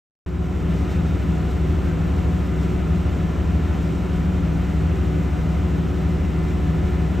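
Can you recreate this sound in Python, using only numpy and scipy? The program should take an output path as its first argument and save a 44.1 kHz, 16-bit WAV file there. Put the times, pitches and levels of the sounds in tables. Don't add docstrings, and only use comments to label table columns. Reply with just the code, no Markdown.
import sys
import numpy as np
from scipy import signal
from scipy.fft import rfft, irfft
from scipy.io import wavfile

SR = 44100
rng = np.random.default_rng(int(sys.argv[2]) if len(sys.argv) > 2 else 0)


def transcribe(signal):
    frames = np.atleast_2d(signal).T
    limited = np.clip(frames, -1, 1)
    pcm = np.round(limited * 32767).astype(np.int16)
    wavfile.write(sys.argv[1], SR, pcm)


N = 317520
TIME = np.arange(N) / SR

NEAR_HZ, FAR_HZ = 6.669, 6.8009
# multiple of the cycle rate, level in dB before the engine's own trim, left minus right in dB.
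NEAR_ORDERS = [(6, -45, 0), (9, -49, 1), (12, -29, 1), (13, -35, 4), (17, -48, 2), (18, -47, 4),
               (19, -49, 1), (20, -51, 3), (21, -42, 0), (28, -39, 3), (30, -40.5, -1), (31, -47, 0),
               (33, -53, 7), (34, -55, 2), (35, -58, 0), (36, -46, -2), (38, -55, 8), (39, -55, 8),
               (40, -48, 1), (42, -40, -2), (43, -46, 2), (44, -42.5, 2), (45, -49.5, 8), (46, -53, 3),
               (47, -48.5, 1), (48, -44.5, -1), (49, -53, 2), (50, -56, 7), (56, -50.5, -3), (58, -49, 1),
               (59, -57, 0), (61, -56, 0), (63, -54, 6), (66, -60, 0), (67, -60, 0), (69, -60, 0),
               (70, -59, 0), (72, -55.5, 5), (74, -56.5, 2), (75, -54.5, 0), (86, -60, 0), (126, -62, 0),
               (207, -60, 1)]
# multiple of the cycle rate, level in dB before the engine's own trim, left minus right in dB.
FAR_ORDERS = [(6, -43, 0), (9, -46, 0), (12, -37, -1), (15, -34, 5), (21, -50, -2), (24, -34.5, 1),
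              (27, -44, 3), (30, -48, 0), (33, -46, -2), (36, -44, 4), (48, -57, 2), (50, -54, 1),
              (51, -53, 5), (54, -54, -1), (78, -60, 0), (93, -62, 0), (117, -64, 0), (126, -67, 0),
              (138, -63, 7), (141, -66, 0), (144, -58, -5), (147, -61, -9), (150, -56.5, 4), (156, -63, -2),
              (159, -67, 0), (160, -64, 9), (168, -68, 2), (174, -67, 0), (177, -66, 0), (180, -61, 2),
              (186, -56, -1), (192, -67, -8), (198, -64, 0), (200, -64, 0), (201, -63, 0), (213, -66, 0),
              (216, -64, 1), (222, -68, -4), (243, -69, 0), (249, -68, 0), (258, -65, 0), (264, -67, 0),
              (282, -67, 0), (318, -68, 0), (366, -72, 0), (414, -72, 0), (444, -74, 0), (516, -73, 0),
              (522, -73, 0), (540, -74, 0), (558, -77, 0)]
# frequency in Hz, density in dB per Hz before trim.
CLATTER = [(200, -71), (550, -72.5), (780, -72.5), (1000, -75.5), (1380, -72), (1600, -77.5), (2100, -77),
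           (2900, -80), (3500, -88), (4500, -99.5), (9000, -115)]
# centre in seconds, time from the centre to 1/e in seconds, rise in dB.
SURGES = [(.9, .15, 1), (1.88, .07, 0.5), (3.08, 0.027, 2.5), (3.75, 0.074, 1.5), (5.5, 0.13, 0),
          (6.92, .1, 1)]

DRONE_ORDERS = (24, 27)
# time in seconds, lower order in dB, upper order in dB, both before trim.
DRONE_LEVELS = [(.3, -30.5, -29), (1.05, -29, -30), (1.55, -30, -35), (1.9, -29.5, -30),
                (2.4, -29.5, -29.5), (3, -30, -31.5), (3.7, -32, -32.5), (4.25, -29.5, -27),
                (4.65, -27.5, -30.5), (5.1, -28, -34.5), (5.6, -28.5, -30), (6.35, -29, -30.5),
                (7.1, -29.5, -32.5)]

# frequency in Hz, level in dB before trim and waver, left minus right in dB.
STEADY_LINES = [(67.62, -25, 1), (82.3, -42, 0), (154.3, -48, 0), (387.7, -49, 2), (775.3, -60, -4),
                (2176.7, -69, 0), (2651.9, -66, 0), (2904.6, -68, 0), (5688.8, -80, 0)]
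GEAR_HZ = 362.8
# time in seconds, mesh tone in dB, its octave in dB, both before trim and a faster wander.
GEAR_LEVELS = [(.3, -33.5, -52), (.85, -40.5, -49.5), (1.2, -41, -53.5), (1.45, -36.5, -45.5),
               (1.75, -38, -54), (2.3, -39.5, -46.5), (2.65, -37, -55), (2.85, -36, -47),
               (3.05, -44.5, -51.5), (3.7, -40, -48), (3.9, -39, -54), (4.1, -38, -49.5), (4.6, -44.5, -51),
               (5.1, -36.5, -49.5), (5.45, -46.5, -47), (5.8, -37.5, -51.5), (6.5, -37.5, -51),
               (7.2, -37, -48.5)]
# left minus right in dB, for the mesh tone and for its octave.
GEAR_PAN_DB = (-6, 5)

WHISTLE_HZ = 300 * FAR_HZ
WHISTLE_FAINT_DB, WHISTLE_RISE_S, WHISTLE_FALL_S = -61.5, 0.25, 0.47
# start in seconds, time until the fall begins in seconds, held level in dB before waver.
WHISTLE_SWELLS = [(.45, 0.41, -59), (2.05, .7, -57.5), (4.45, 1, -55.5), (5.9, 1, -56)]

# centre in seconds, time from the centre to 1/e in seconds, mean pitch in Hz, level in dB before trim.
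SQUEAKS = [(.92, .06, 3650, -61), (1.11, 0.055, 3700, -61), (1.9, 0.055, 1571, -48),
           (3.71, 0.083, 880, -50)]

# frequency in Hz, density in dB per Hz before trim.
HULL = [(20, -80), (33, -75.5), (39, -53), (46, -52.5), (54, -61), (63, -49.5), (72, -49), (82, -44.5),
        (91, -57), (110, -50), (132, -58.5), (146, -57), (158, -53.5), (169, -54), (181, -52.5),
        (198, -51.5), (208, -58), (226, -57.5), (262, -64), (284, -55.5), (316, -60.5), (335, -67.5),
        (368, -58), (410, -63.5), (450, -64), (900, -77), (2500, -115)]
# frequency in Hz, density in dB per Hz before trim.
FIZZ = [(1000, -110), (3800, -86.5), (4600, -91), (5650, -90), (6400, -92), (7300, -92), (8500, -95),
        (9100, -99), (11500, -101), (14000, -101), (15600, -105)]
# centre in seconds, time from the centre to 1/e in seconds, rise in dB.
BUBBLES = [(.8, .06, 1.5), (0.917, 0.02, 5), (1.513, 0.0085, 3.5), (2.64, .025, 3), (3.77, 0.018, 1.5),
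           (3.84, .02, 2)]
# time in seconds, change of level in dB.
FIZZ_START = [(.26, -0.5), (.55, -0.5), (.75, 0)]

# centre in Hz, half width in Hz, rise in dB.
PANELS = [(603, 7.6, 3.5), (725, 15, 3), (1380, 45, 2), (1500, 18, 1.5), (1757, 34, 4), (3140, 17, 3.5),
          (3460, 12, 3), (4010, 55, 2), (5620, 11, 1.5), (5730, 12, 2), (6070, 25, 1.5), (7220, 50, 5.5)]
RIPPLE_DB, RIPPLE_WIDTH_HZ, RIPPLE_FROM_HZ = 2.23, 9, 400
# frequency in Hz, side minus mid in dB.
WIDTH = [(40, -28), (70, -24.5), (93, -9.5), (135, -11), (180, -17.5), (240, -6), (400, -6), (700, -1),
         (1290, -6), (1800, -18), (2200, -44), (2900, -18.5), (4000, -18), (4650, -39.5), (7200, -43.5),
         (7800, -7.5), (9000, 0.5), (11500, 2.5), (13500, -18.5), (15200, 1)]
STRAY = 0.4

# time in seconds, gain in dB.
FADE = [(.2605, -84), (.2625, -5.7), (.45, -3), (.74, .4), (6.4, .3), (7.2, .7)]
EDGE_HZ, OPPOSED_HZ = 15750, (9100, 10950)


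def engine(cycle_hz, orders, level_db, rattle_db, alike_db, clatter_db, waver, count=4):
    hunting = spread(0.00048 * drift(0.93))
    place = (cycle_hz * TIME + hunting) % 1
    hz, lines = order_lines(cycle_hz, orders, level_db, rattle_db, alike_db)

    share = np.clip(waver * hz / (hz + 700), 0, 0.95)
    direct = knock(place, lines * np.sqrt(1 - share ** 2))
    paths = np.array([drift(2.4) for _ in range(count)])
    paths = paths / np.linalg.norm(paths, axis=0)
    echoes = sum(knock(place, lines * share) * spread(path) for path in paths)

    flicker = spread(gain_of(clatter_db + 0.7 * drift(21)))
    clatter = noise(CLATTER) * gain_of(bumps(SURGES)) * flicker
    return direct + echoes + clatter


def order_lines(cycle_hz, orders, level_db, rattle_db, alike_db, size=16384):
    hz = np.arange(size // 2 + 1) * cycle_hz
    colour = np.hypot(gain_of(read(HULL, hz)), gain_of(read(CLATTER, hz)))
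    mid = gain_of(rattle_db) * colour * hz / np.hypot(hz, 500) / np.hypot(1, hz / 4000)
    mid[::3] *= gain_of(alike_db)
    ratio = gain_of(read(WIDTH, hz)) * np.exp(2j * np.pi * rng.random(len(hz)))

    order, db, pan_db = np.transpose(orders)
    order = order.astype(int)
    mid[order] = gain_of(db + level_db)
    ratio[order] = placed(pan_db, hz[order])
    return hz, np.array([mid, mid * ratio])


def knock(place, lines):
    size = 2 * (lines.shape[1] - 1)
    phases = np.exp(2j * np.pi * rng.random(lines.shape[1]))
    cycles = irfft(lines * phases) * size / np.sqrt(2)
    grid = np.arange(size + 1) / size
    return np.array([np.interp(place, grid, np.append(cycle, cycle[0])) for cycle in cycles])


def drone(level_db, clock_s=0.00005):
    s, *levels_db = np.transpose(DRONE_LEVELS)
    clock = TIME + spread(clock_s * drift(0.23))
    boom = 0
    for order, db in zip(DRONE_ORDERS, levels_db):
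        hz = order * NEAR_HZ
        gain = gain_of(level_db + np.interp(TIME, s, db))
        boom = boom + tone(hz * clock, hz, gain, pan_db=1.5)
    return boom


def hum_and_whine(level_db, waver_db, gear_db, wander_db=1.9):
    clock = TIME + spread(0.00009 * drift(1.0))
    sound = 0
    for hz, db, pan_db in STEADY_LINES:
        gain = wavering(db + level_db, waver_db * (hz / STEADY_LINES[0][0]) ** 0.27)
        sound = sound + tone(hz * clock, hz, gain, pan_db)

    s, *levels_db = np.transpose(GEAR_LEVELS)
    for multiple, db, pan_db in zip((1, 2), levels_db, GEAR_PAN_DB):
        hz = multiple * GEAR_HZ
        wander = spread(gain_of(gear_db + wander_db * drift(12)))
        sound = sound + tone(hz * clock, hz, gain_of(np.interp(TIME, s, db)) * wander, pan_db)
    return sound


def whistle(waver_db=1.8):
    level_db = np.full(N, float(WHISTLE_FAINT_DB))
    for start, length, db in WHISTLE_SWELLS:
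        rise = (TIME - start) / WHISTLE_RISE_S
        fall = 1 - (TIME - start - length) / WHISTLE_FALL_S
        level_db += (db - WHISTLE_FAINT_DB) * np.clip(np.minimum(rise, fall), 0, 1)
    clock = TIME + spread(0.00006 * drift(0.91))
    gain = gain_of(level_db) * wavering(0, waver_db)
    return tone(WHISTLE_HZ * clock, WHISTLE_HZ, gain, pan_db=0.0)


def squeaks(level_db, waver_hz=9):
    sound = 0
    for s, length, hz, db in SQUEAKS:
        turns = hz * TIME + np.cumsum(spread(waver_hz * drift(25))) / SR
        swell = np.exp(-((TIME - s) / length) ** 2)
        sound = sound + tone(turns, hz, gain_of(level_db + db) * swell, pan_db=4)
    return sound


def water(rumble_db, fizz_db, churn_db, flicker_db):
    rumble = noise(HULL) * spread(gain_of(rumble_db + churn_db * drift(15)))
    swell_db = bumps(BUBBLES) + np.interp(TIME, *np.transpose(FIZZ_START))
    fizz = noise(FIZZ) * gain_of(fizz_db + swell_db + spread(flicker_db * drift(16)))
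    return rumble + fizz


def noise(spectrum):
    hz = np.fft.rfftfreq(N, 1 / SR)
    ring_db = sum(db / (1 + ((hz - centre) / width) ** 2) for centre, width, db in PANELS)
    standing = rng.standard_normal(size=8192)
    ripple_db = RIPPLE_DB * np.interp(hz / RIPPLE_WIDTH_HZ, np.arange(len(standing)), standing)
    ripple_db *= hz / np.hypot(hz, RIPPLE_FROM_HZ)
    density = gain_of(read(spectrum, hz) + ring_db + ripple_db)
    bins = rfft(rng.standard_normal((2, N))) * density * np.sqrt(SR / 2)
    bins[1] *= gain_of(read(WIDTH, hz))
    return irfft(bins, N)


def tone(turns, hz, gain, pan_db):
    angle = (2 * np.pi * ((turns + rng.random()) % 1)).astype(np.float32)
    ratio = placed(pan_db, hz)
    mid = np.cos(angle)
    side = ratio.real * mid + ratio.imag * np.sin(angle)
    return np.sqrt(2) * gain * np.array([mid, side])


def placed(pan_db, hz):
    lean = (gain_of(pan_db) - 1) / (gain_of(pan_db) + 1)
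    shift = np.hypot(lean, STRAY * gain_of(read(WIDTH, hz)))
    return lean + 1j * rng.choice([-1, 1], np.shape(hz)) * shift


def bumps(events):
    return sum(db * np.exp(-((TIME - s) / length) ** 2) for s, length, db in events)


def wavering(db, waver_db):
    return spread(gain_of(db + waver_db * drift(3.1)))


def drift(rate_hz, count=720):
    hz = np.fft.rfftfreq(count, TIME[-1] / count)
    lowpass = (hz > 0) / (1 + (hz / rate_hz) ** 4)
    return evened(irfft(rfft(rng.standard_normal(count)) * lowpass))


def spread(coarse):
    return np.interp(TIME, np.linspace(0, TIME[-1], len(coarse)), coarse)


def read(points, hz):
    f, value = np.transpose(points)
    return np.interp(np.log(hz + 1), np.log(f + 1), value)


def evened(x):
    return x / np.sqrt(np.mean(abs(x) ** 2) + 1e-20)


def gain_of(db):
    return 10 ** (np.asarray(db) / 20)


def scene():
    near = engine(NEAR_HZ, NEAR_ORDERS, level_db=-0.5, rattle_db=0.5, alike_db=0.5,
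                  clatter_db=-5.0, waver=0.64)
    far = engine(FAR_HZ, FAR_ORDERS, level_db=0.44, rattle_db=-3.5, alike_db=5.5,
                 clatter_db=-5.5, waver=0.72)
    engines = near + far + drone(level_db=0.2) + whistle()
    steady = hum_and_whine(level_db=-0.03, waver_db=0.77, gear_db=-1.0)
    wash = water(rumble_db=-2, fizz_db=-1.57, churn_db=0.5, flicker_db=0.5)
    mid, side = engines + steady + squeaks(level_db=0.5) + wash

    lowpass = signal.butter(1, 1200, fs=SR, output="sos")
    side = side + 0.08 * signal.sosfiltfilt(lowpass, wash[0])
    return np.array([mid + side, mid - side])


def record(dry):
    faded = dry * gain_of(np.interp(TIME, *np.transpose(FADE)))
    band = signal.firwin(101, OPPOSED_HZ, pass_zero=False, fs=SR)
    opposed = faded - signal.oaconvolve(faded.mean(0), band, "same")
    lowpass = signal.firwin(511, EDGE_HZ, window=("kaiser", 9), fs=SR)
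    return signal.oaconvolve(opposed, lowpass[None], "same")


dry = scene()
out = record(dry)
transcribe(out)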